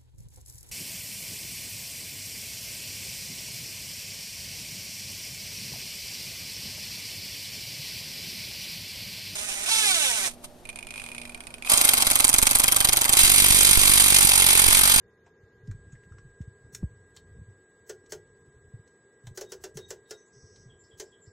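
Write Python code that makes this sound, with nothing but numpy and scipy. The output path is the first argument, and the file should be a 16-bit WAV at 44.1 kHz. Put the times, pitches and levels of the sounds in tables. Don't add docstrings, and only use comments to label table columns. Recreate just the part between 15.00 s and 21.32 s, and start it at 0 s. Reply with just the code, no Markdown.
import sys
import numpy as np
from scipy import signal
from scipy.fft import rfft, irfft
from scipy.io import wavfile
from scipy.ndimage import uniform_filter1d

SR = 44100
rng = np.random.default_rng(int(sys.argv[2]) if len(sys.argv) > 2 else 0)


def amp(db):
    return 10 ** (np.asarray(db, float) / 20)


def write(x):
    x = np.atleast_2d(x).T
    wavfile.write(sys.argv[1], SR, np.round(np.clip(x, -1, 1) * 32767).astype(np.int16))


N = 278712
T = np.arange(N) / SR
# t/s, level/dB
VENT_NEARNESS = [(0.0, -4.5), (.42, -1), (0.6, 0.4), (0.9, 3.5), (1.21, 3.5), (1.67, 1.5), (2.8, 0.2),
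                 (4.2, -1.5), (6.32, -1.8)]


def evened(x):
    return x / np.sqrt(np.mean(x ** 2) + 1e-20)


def peaked(x):
    return x / np.max(abs(x))


def read(points, hz):
    f, value = np.transpose(points)
    return np.interp(np.log(hz + 1), np.log(f + 1), value)


def curve(rows):
    return np.interp(T, *np.transpose(rows))


def add(mix, start_s, sound):
    part = mix[round(start_s * SR):][:len(sound)]
    part += sound[:len(part)]


def played(table, source):
    out = np.zeros(N)
    for start_s, *row in table:
        add(out, start_s, source(*row))
    return out


def smooth_noise(size, width):
    once = uniform_filter1d(rng.standard_normal(size), width)
    return evened(uniform_filter1d(once, width))


def coloured(points, size):
    gain = amp(read(points, np.fft.rfftfreq(size, 1 / SR)))
    return evened(irfft(rfft(rng.standard_normal(size)) * gain, size))


def resonate(x, hz, width_hz):
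    turn = np.exp(2j * np.pi * hz * np.arange(len(x)) / SR)
    r = np.exp(-np.pi * abs(width_hz) / SR)
    return 2 * (turn * signal.lfilter([1 - r], [1, -r], x / turn)).real


def narrow_noise(size, hz, width_hz):
    return resonate(resonate(rng.standard_normal(size), hz, width_hz), hz, width_hz)


def ring(modes, t, spread=0.):
    detune = 1 + spread * rng.standard_normal(len(modes))
    out = np.zeros(len(t))
    for k, (hz, db, t60_s) in enumerate(modes):
        out += (-1) ** k * amp(db - 60 * t / t60_s) * np.sin(2 * np.pi * hz * detune[k] * t)
    return out


def burst(spectrum, decays, size):
    hz, t, z = signal.stft(coloured(spectrum, size), SR, nperseg=64)
    return signal.istft(z * amp(-60 * t / read(decays, hz)[:, None]), SR, nperseg=64)[1][:size]


def echoes(x, t60_s, start_s):
    t = T[:round(t60_s * SR)]
    tail = rng.standard_normal(len(t)) * amp(-60 * t / t60_s) * (t > start_s)
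    return signal.oaconvolve(x, tail / np.linalg.norm(tail))[:N]


def fan_air():
    # f/Hz, level/dB per Hz
    room_spectrum = [(88, -41.5), (150, -1.5), (315, -3.5), (440, 2), (600, -9), (1340, -16), (1900, -14),
                     (2500, -27.5), (3600, -26.5), (5000, -30), (7300, -29), (8500, -35), (12000, -35.5),
                     (16500, -40.5)]
    # f/Hz, width/Hz, level/dB
    duct_humps = [(396, 81, -66.5), (452.7, 47, -70.5), (1015, 47, -82.5), (1220, 20, -87.5),
                  (1946, 20, -81), (3650, 87, -93), (6590, 390, -93.5)]
    wide = amp(-67.0) * coloured(room_spectrum, N)
    for hz, width_hz, db in duct_humps:
        wide += amp(db) * evened(narrow_noise(N, hz, width_hz))
    low = signal.sosfiltfilt(signal.butter(4, 2200, fs=SR, output="sos"), wide)
    opens_s, shaded_db, follows = 0.46, -1, 0.15
    shade = np.clip((opens_s - T) / 0.089, 0, 1)
    return low + (wide - low) * amp(follows * curve(VENT_NEARNESS) + shaded_db * shade)


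def whines():
    fan_hz, fan_db = 1624, -67
    scan_hz, scan_db, scan_on_s = 7867.1, -72.5, 0.74
    flips_per_s, first_flip_s = 29.97, 0.7674
    drift = 0.42 * evened(uniform_filter1d(rng.standard_normal(N), 2000))
    fan = amp(fan_db + curve(VENT_NEARNESS)) * np.sqrt(2) * np.sin(2 * np.pi * fan_hz * T + drift)
    flips = np.tanh(24.0 * np.sin(np.pi * flips_per_s * (T - first_flip_s)))
    scan = amp(scan_db) * np.sqrt(2) * flips * np.sin(2 * np.pi * scan_hz * T)
    return fan + scan * np.clip((T - scan_on_s) / 0.01, 0, 1)


def grip_rumble():
    # t/s, level/dB
    grip_level = [(0.0, -65.5), (0.45, -66), (0.81, -55.5), (1.3, -60.5), (1.55, -61), (1.88, -53),
                  (2.06, -66), (2.41, -50.5), (2.67, -72.5), (3.15, -60.5), (3.71, -62), (3.92, -75),
                  (4.47, -64), (4.81, -57.5), (5.21, -76.5), (5.45, -61), (5.72, -59), (5.86, -72)]
    # f/Hz, level/dB per Hz
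    rumble_spectrum = [(12, -47), (20, -26), (65, -6.5), (103, -3), (118, -5), (161, -10), (260, -24.5),
                       (320, -25), (420, -87.5), (700, -120)]
    lumps = amp(3.0 * smooth_noise(N, 1500))
    return amp(curve(grip_level)) * evened(coloured(rumble_spectrum, N) * lumps)


def tick(db, hz, width_hz, t60_s, wide_db):
    # f/Hz, level/dB per Hz
    creak_spectrum = [(1000, -27), (1700, -3), (2870, -11), (3920, -4.5), (4910, -13.5), (5440, -4),
                      (8070, -4), (9370, -13), (16000, -21.5)]
    t = T[:round(0.15 * SR)]
    lost_top_db = 0.5 * min(db + 27, 0)
    duller = [(f, level + lost_top_db * (f > 9000)) for f, level in creak_spectrum]
    wide = burst(duller, [(1000, t60_s), (15000, t60_s * 1.4)], size=len(t))
    puff = narrow_noise(len(t), hz, width_hz) * amp(-60 * t / t60_s)
    scrape = peaked(peaked(puff) + amp(wide_db) * peaked(wide))
    return amp(db) * scrape * np.minimum(t / 0.003, 1)


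def touches():
    # t/s, peak/dB, centre f/Hz, t60/s, wide share/dB
    creak_events = [(0.2613, -55.5, 1790, 0.072, -4), (0.6732, -44.5, 5400, 0.014, 1),
                    (0.711, -42.5, 7040, 0.026, 1.5), (0.919, -56, 1620, 0.1, -14),
                    (0.9524, -59, 1795, 0.011, -2), (1.033, -52.5, 1920, 0.034, -11),
                    (1.12, -61.5, 7560, 0.042, 4), (1.1824, -51, 1660, 0.036, -2),
                    (1.412, -51.5, 1780, 0.045, 2), (1.7472, -21.5, 6630, 0.019, 2),
                    (2.163, -36.5, 7030, 0.034, 2), (2.1703, -39, 3980, 0.024, -16),
                    (3.06, -47.5, 7600, 0.027, 24), (3.8752, -53, 7100, 0.025, 8),
                    (4.268, -37, 1960, 0.03, 4), (5.5583, -51.5, 5200, 0.053, 5)]
    # t/s, peak/dB, centre f/Hz, t60/s
    knock_events = [(.262, -54.5, 800, 0.11), (0.712, -46, 1520, 0.028), (0.921, -51, 6850, 0.056),
                    (0.951, -52, 1760, 0.076), (1.12, -50, 1380, 0.061), (1.182, -42, 1390, 0.017),
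                    (1.747, -53, 1900, 0.035), (1.749, -45, 3890, 0.017), (1.75, -43, 5480, 0.027),
                    (1.748, -58, 970, 0.057), (2.164, -54.5, 1080, 0.039), (3.038, -50.5, 323, 0.026),
                    (1.827, -44.5, 500, .025), (4.27, -48.5, 665, 0.065), (5.558, -52, 4150, 0.026)]
    rows = [(s, db, hz, 1500, t60_s, wide_db) for s, db, hz, t60_s, wide_db in creak_events]
    rows += [(s, db, hz, 200 + 0.14 * hz, t60_s, -33) for s, db, hz, t60_s in knock_events]
    return played(rows, tick)


def thump(db, hz, t60_s, rise_s, sag):
    t = T[:round(0.3 * SR)]
    turns = np.cumsum(hz * (1 + sag * np.exp(-t / 0.008))) / SR
    envelope = amp(-60 * t / t60_s) * (1 - np.exp(-(t / rise_s) ** 2))
    push = 0.11
    return amp(db) * peaked((np.sin(2 * np.pi * turns) + push) * envelope)


def thumps():
    # t/s, peak/dB, f/Hz, t60/s
    finger_shifts = [(0.43, -48.5, 87, 0.071), (0.628, -46.5, 108, 0.18), (0.69, -41, 41.6, .3),
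                     (0.742, -38.5, 114, 0.093), (.93, -56, 43.4, .2), (1.22, -54, 42, 0.47),
                     (0.81, -50.5, 67.7, 0.094), (0.926, -40, 120, 0.1), (1.11, -38.5, 84, 0.1),
                     (1.138, -41.5, 93, 0.085), (1.244, -45, 122, 0.2), (1.475, -36.5, 90, 0.034),
                     (2.31, -44.5, 90, 0.21), (2.37, -50, 100, 0.17), (2.412, -44.5, 114.5, 0.082),
                     (2.479, -48, 95, 0.19), (3.735, -35, 108, 0.097), (3.791, -46, 102, 0.04),
                     (4.236, -45, 111, 0.24), (4.268, -37, 106.7, 0.16), (4.308, -39, 103, 0.058),
                     (4.753, -38, 136, 0.08), (5.358, -53.5, 123, 0.26), (5.654, -45, 120.3, 0.2),
                     (5.933, -51, 90, 0.082), (6.271, -44, 94, 0.09)]
    # t/s, peak/dB, f/Hz, t60/s, rise/s
    hard_blows = [
        (0.674, -29.5, 95.8, 0.11, 0.035),
        (0.688, -49, 174, 0.12, 0.011),
        (1.404, -30, 59.3, 0.11, 0.0025),
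        (1.8356, -21.5, 54.5, 0.087, 0.0036),
    ]
    short_slaps = [
        (1.8245, -34, 90, .02, .004),
        (1.8302, -22, 150, .013, .002),
    ]
    rise_s, shift_sag, blow_sag = 0.0069, 0.41, 2.6
    rows = [(*row, rise_s, shift_sag) for row in finger_shifts]
    rows += [(*row, blow_sag) for row in hard_blows]
    rows += [(*row, 0) for row in short_slaps]
    return played(rows, thump)


def detent_step(snap_db, case_db, lean_db, panel_db):
    # f/Hz, level/dB per Hz
    snap_spectrum = [(290, -22), (500, -9.5), (1020, -20), (1250, -23), (1460, -15), (1930, -14.5),
                     (2460, -22), (3200, -16.5), (3650, -19.5), (6330, -8), (9630, -17), (12700, -22),
                     (16000, -20.5)]
    # f/Hz, t60/s
    snap_decays = [(600, 0.34), (1500, 0.11), (3000, 0.11), (6000, .08), (9000, 0.031), (15000, 0.04)]
    # f/Hz, level/dB, t60/s
    spring_modes = [(5190, -5, 0.025), (5500, -8, 0.03), (5960, 0, 0.026), (6560, -2, 0.026),
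                    (7150, -9, 0.03), (7500, -3, 0.025)]
    # f/Hz, level/dB, t60/s
    case_modes = [(388, 2, .2), (425, 1, .19)]
    # f/Hz, level/dB, t60/s
    small_case_modes = [(359.7, -10, 0.28), (455, -8.5, 0.24), (516, -6, 0.16), (572.3, -6, 0.079),
                        (603.5, -10.5, 0.13), (836, -18.5, 0.11)]
    # f/Hz, level/dB, t60/s
    panel_modes = [(1076, -3.5, 0.036), (1497.5, -2.5, 0.13), (1598, -4.5, 0.048), (1709, 3.5, 0.041)]
    t = T[:round(0.25 * SR)]
    hits = rng.random(len(t)) < 900 / SR
    chatter = hits * rng.standard_normal(len(t)) * amp(-60 * t / 0.047)
    chatter[0] = 1

    snap = burst(snap_spectrum, snap_decays, size=len(t)) * (1 + 1.9 * np.exp(-(t / 0.032) ** 2))
    spring = signal.fftconvolve(chatter, ring(spring_modes, t, spread=0.025))[:len(t)]
    snap = peaked(peaked(snap) + amp(-9.5) * peaked(spring))
    top = signal.sosfilt(signal.butter(4, 9000, "high", fs=SR, output="sos"), snap)
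    snap = snap + (amp(-0.54 * (snap_db + 31.5)) - 1) * top

    mode_db = (case_db + lean_db / 2, case_db - lean_db / 2)
    pair = [(hz, db + level, t60_s) for (hz, db, t60_s), level in zip(case_modes, mode_db)]
    case = amp(11.0) * ring(pair, t, spread=0.0032)
    case += amp(case_db + 11.5) * ring(small_case_modes, t, spread=0.031)
    panel = signal.fftconvolve(chatter, ring(panel_modes, t, spread=0.052))[:len(t)]
    ringing = case + amp(panel_db + 10.0) * peaked(panel)
    return amp(snap_db) * snap * np.minimum(t / 0.0024, 1) + ringing * (1 - np.exp(-(t / 0.0069) ** 2))


def switch():
    # t/s, snap peak/dB, case ring/dB, lower minus upper case mode/dB, panel ring/dB
    switch_steps = [
        (2.8937, -27.5, -49.5, -2.3, -51),
        (3.1202, -25.5, -49.5, -2.5, -56),
        (4.373, -26.5, -55.5, 15.5, -61),
        (4.4097, -28, -49, -3, -62),
        (4.5187, -30, -53.5, 6, -50),
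        (4.6377, -27, -51.5, 7.5, -60.5),
        (4.7697, -31, -52, 3, -61),
        (4.9038, -28, -53, 1.5, -53.5),
        (5.1074, -27.5, -53.5, -6.5, -54),
        (5.9975, -26, -51.5, 2, -49.5),
    ]
    return played(switch_steps, detent_step)


def bird_note(length_s, start_hz, end_hz, db, depth_hz):
    t = T[:round(length_s * SR)]
    rate_wander, pitch_wander, level_wander = (smooth_noise(len(t), 40) for _ in range(3))
    warble = np.sin(2 * np.pi * np.cumsum(570 * (1 + 0.13 * rate_wander)) / SR) + 0.25 * pitch_wander
    hz = np.linspace(start_hz, end_hz, len(t)) + depth_hz * warble
    tone = np.sqrt(2) * np.sin(2 * np.pi * np.cumsum(hz) / SR)
    return amp(db + 1.7 * level_wander) * tone * signal.windows.tukey(len(t), min(0.04 / length_s, 0.6))


def bird():
    # t/s, low whistle length/s, level/dB, high answer delay/s, answer level/dB
    whistle_pairs = [
        (4.424, 0.095, -65, .065, -71),
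        (4.771, 0.092, -57.5, 0.069, -69.5),
        (5.048, .125, -65, .115, -64),
    ]
    # t/s, length/s, level/dB, f/Hz, warble depth/Hz
    buzz_events = [
        (5.249, 0.049, -67.5, 7220, 447),
        (5.318, .33, -64.5, 5780, 547),
    ]
    # delay/s, length/s, level/dB, start f/Hz, end f/Hz
    trill_turn = [
        (0, 0.03, -65.5, 3463, 3020),
        (0.0205, 0.02, -67.5, 3600, 3030),
        (0.089, .075, -63.5, 7340, 7310),
        (.139, .038, -68, 5060, 5430),
    ]
    turn_warble_hz = (50, 50, 110, 380)
    trill_s, trill_period_s, trill_turns = 5.693, 0.212, 3
    rows = []
    for s, length_s, low_db, after_s, high_db in whistle_pairs:
        rows.append((s, length_s, 3720, 3790, low_db, 9.8))
        rows.append((s + after_s, 0.055, 6060, 6150, high_db, 320))
    for s, length_s, db, hz, depth_hz in buzz_events:
        rows.append((s, length_s, hz, hz, db, depth_hz))
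    for k in range(trill_turns):
        turn_s = trill_s + k * trill_period_s
        for (delay_s, length_s, db, start_hz, end_hz), depth_hz in zip(trill_turn, turn_warble_hz):
            rows.append((turn_s + delay_s, length_s, start_hz, end_hz, db, depth_hz))
    return played(rows, bird_note)


def scene():
    near = touches() + switch()
    song = bird()
    mono = fan_air() + whines() + grip_rumble() + thumps()
    mono += near + amp(-8.0) * echoes(near, 0.12, 0.0029)
    mono += amp(-2.0) * song + amp(-3.0) * echoes(song, 0.27, 0.0011)
    return np.array([mono, mono])


def camera_grain(x):
    # f/Hz, level/dB
    coarse_step = [(200, -25), (1500, -13), (3000, -4.5), (8000, -2.5), (16000, 5.5)]
    # f/Hz, level/dB
    finest_step = [(200, -100), (1500, -84), (2300, -67), (7500, -66), (8600, -68), (16000, -70)]
    # f/Hz, level/dB
    channel_difference = [(60, -32.5), (250, -31.5), (600, -19), (1500, -21), (3000, -9), (5000, -7.5),
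                          (8000, -14.5), (14000, -11.5)]
    size, lead, top_hz = 1024, 885, 15830
    n, k = np.arange(2 * size), np.arange(size) + 0.5
    window = np.sqrt(2 / size) * np.sin(np.pi * (n + 0.5) / (2 * size))
    basis = window * np.cos(np.pi / size * np.outer(k, n + 0.5 + size / 2))
    padded = np.pad(x, (size + lead, 3 * size))
    at = np.arange(len(padded) // size - 1)[:, None] * size + n
    lines, hz = padded[at] @ basis.T, k * SR / (2 * size)

    band = np.sqrt(abs(uniform_filter1d(lines ** 2, size=24, axis=1)))
    wander_db = 2.5 * np.repeat(rng.standard_normal((len(lines), size // 32)), 32, axis=1)
    grain = np.maximum(band * amp(read(coarse_step, hz)), amp(read(finest_step, hz) + wander_db))
    kept = grain * np.round(lines / grain) * (hz < top_hz)

    near = np.sqrt(abs(uniform_filter1d(kept ** 2, size=25, axis=1)))
    usual = np.exp(np.mean(np.log(near + amp(read(finest_step, hz) - 12)), axis=0))
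    follows = np.where(hz < 8300, 0.3, 1)
    unlike_level = usual * (near / usual) ** follows * amp(read(channel_difference, hz))
    unlike = unlike_level * rng.standard_normal(kept.shape)
    frames = np.array([kept + unlike, kept - unlike]) @ basis
    out = (frames[:, 1:, :size] + frames[:, :-1, size:]).reshape(2, -1)
    return out[:, lead:lead + N]


def top_cut(x):
    return signal.sosfilt(signal.butter(12, 16430, fs=SR, output="sos"), x)


def record(dry):
    hiss = signal.sosfilt(signal.butter(12, 15700, fs=SR, output="sos"), rng.standard_normal(dry.shape))
    mix = camera_grain(dry[0]) + amp(-97) * hiss
    return top_cut(mix)


dry = scene()
out = record(dry)
write(out)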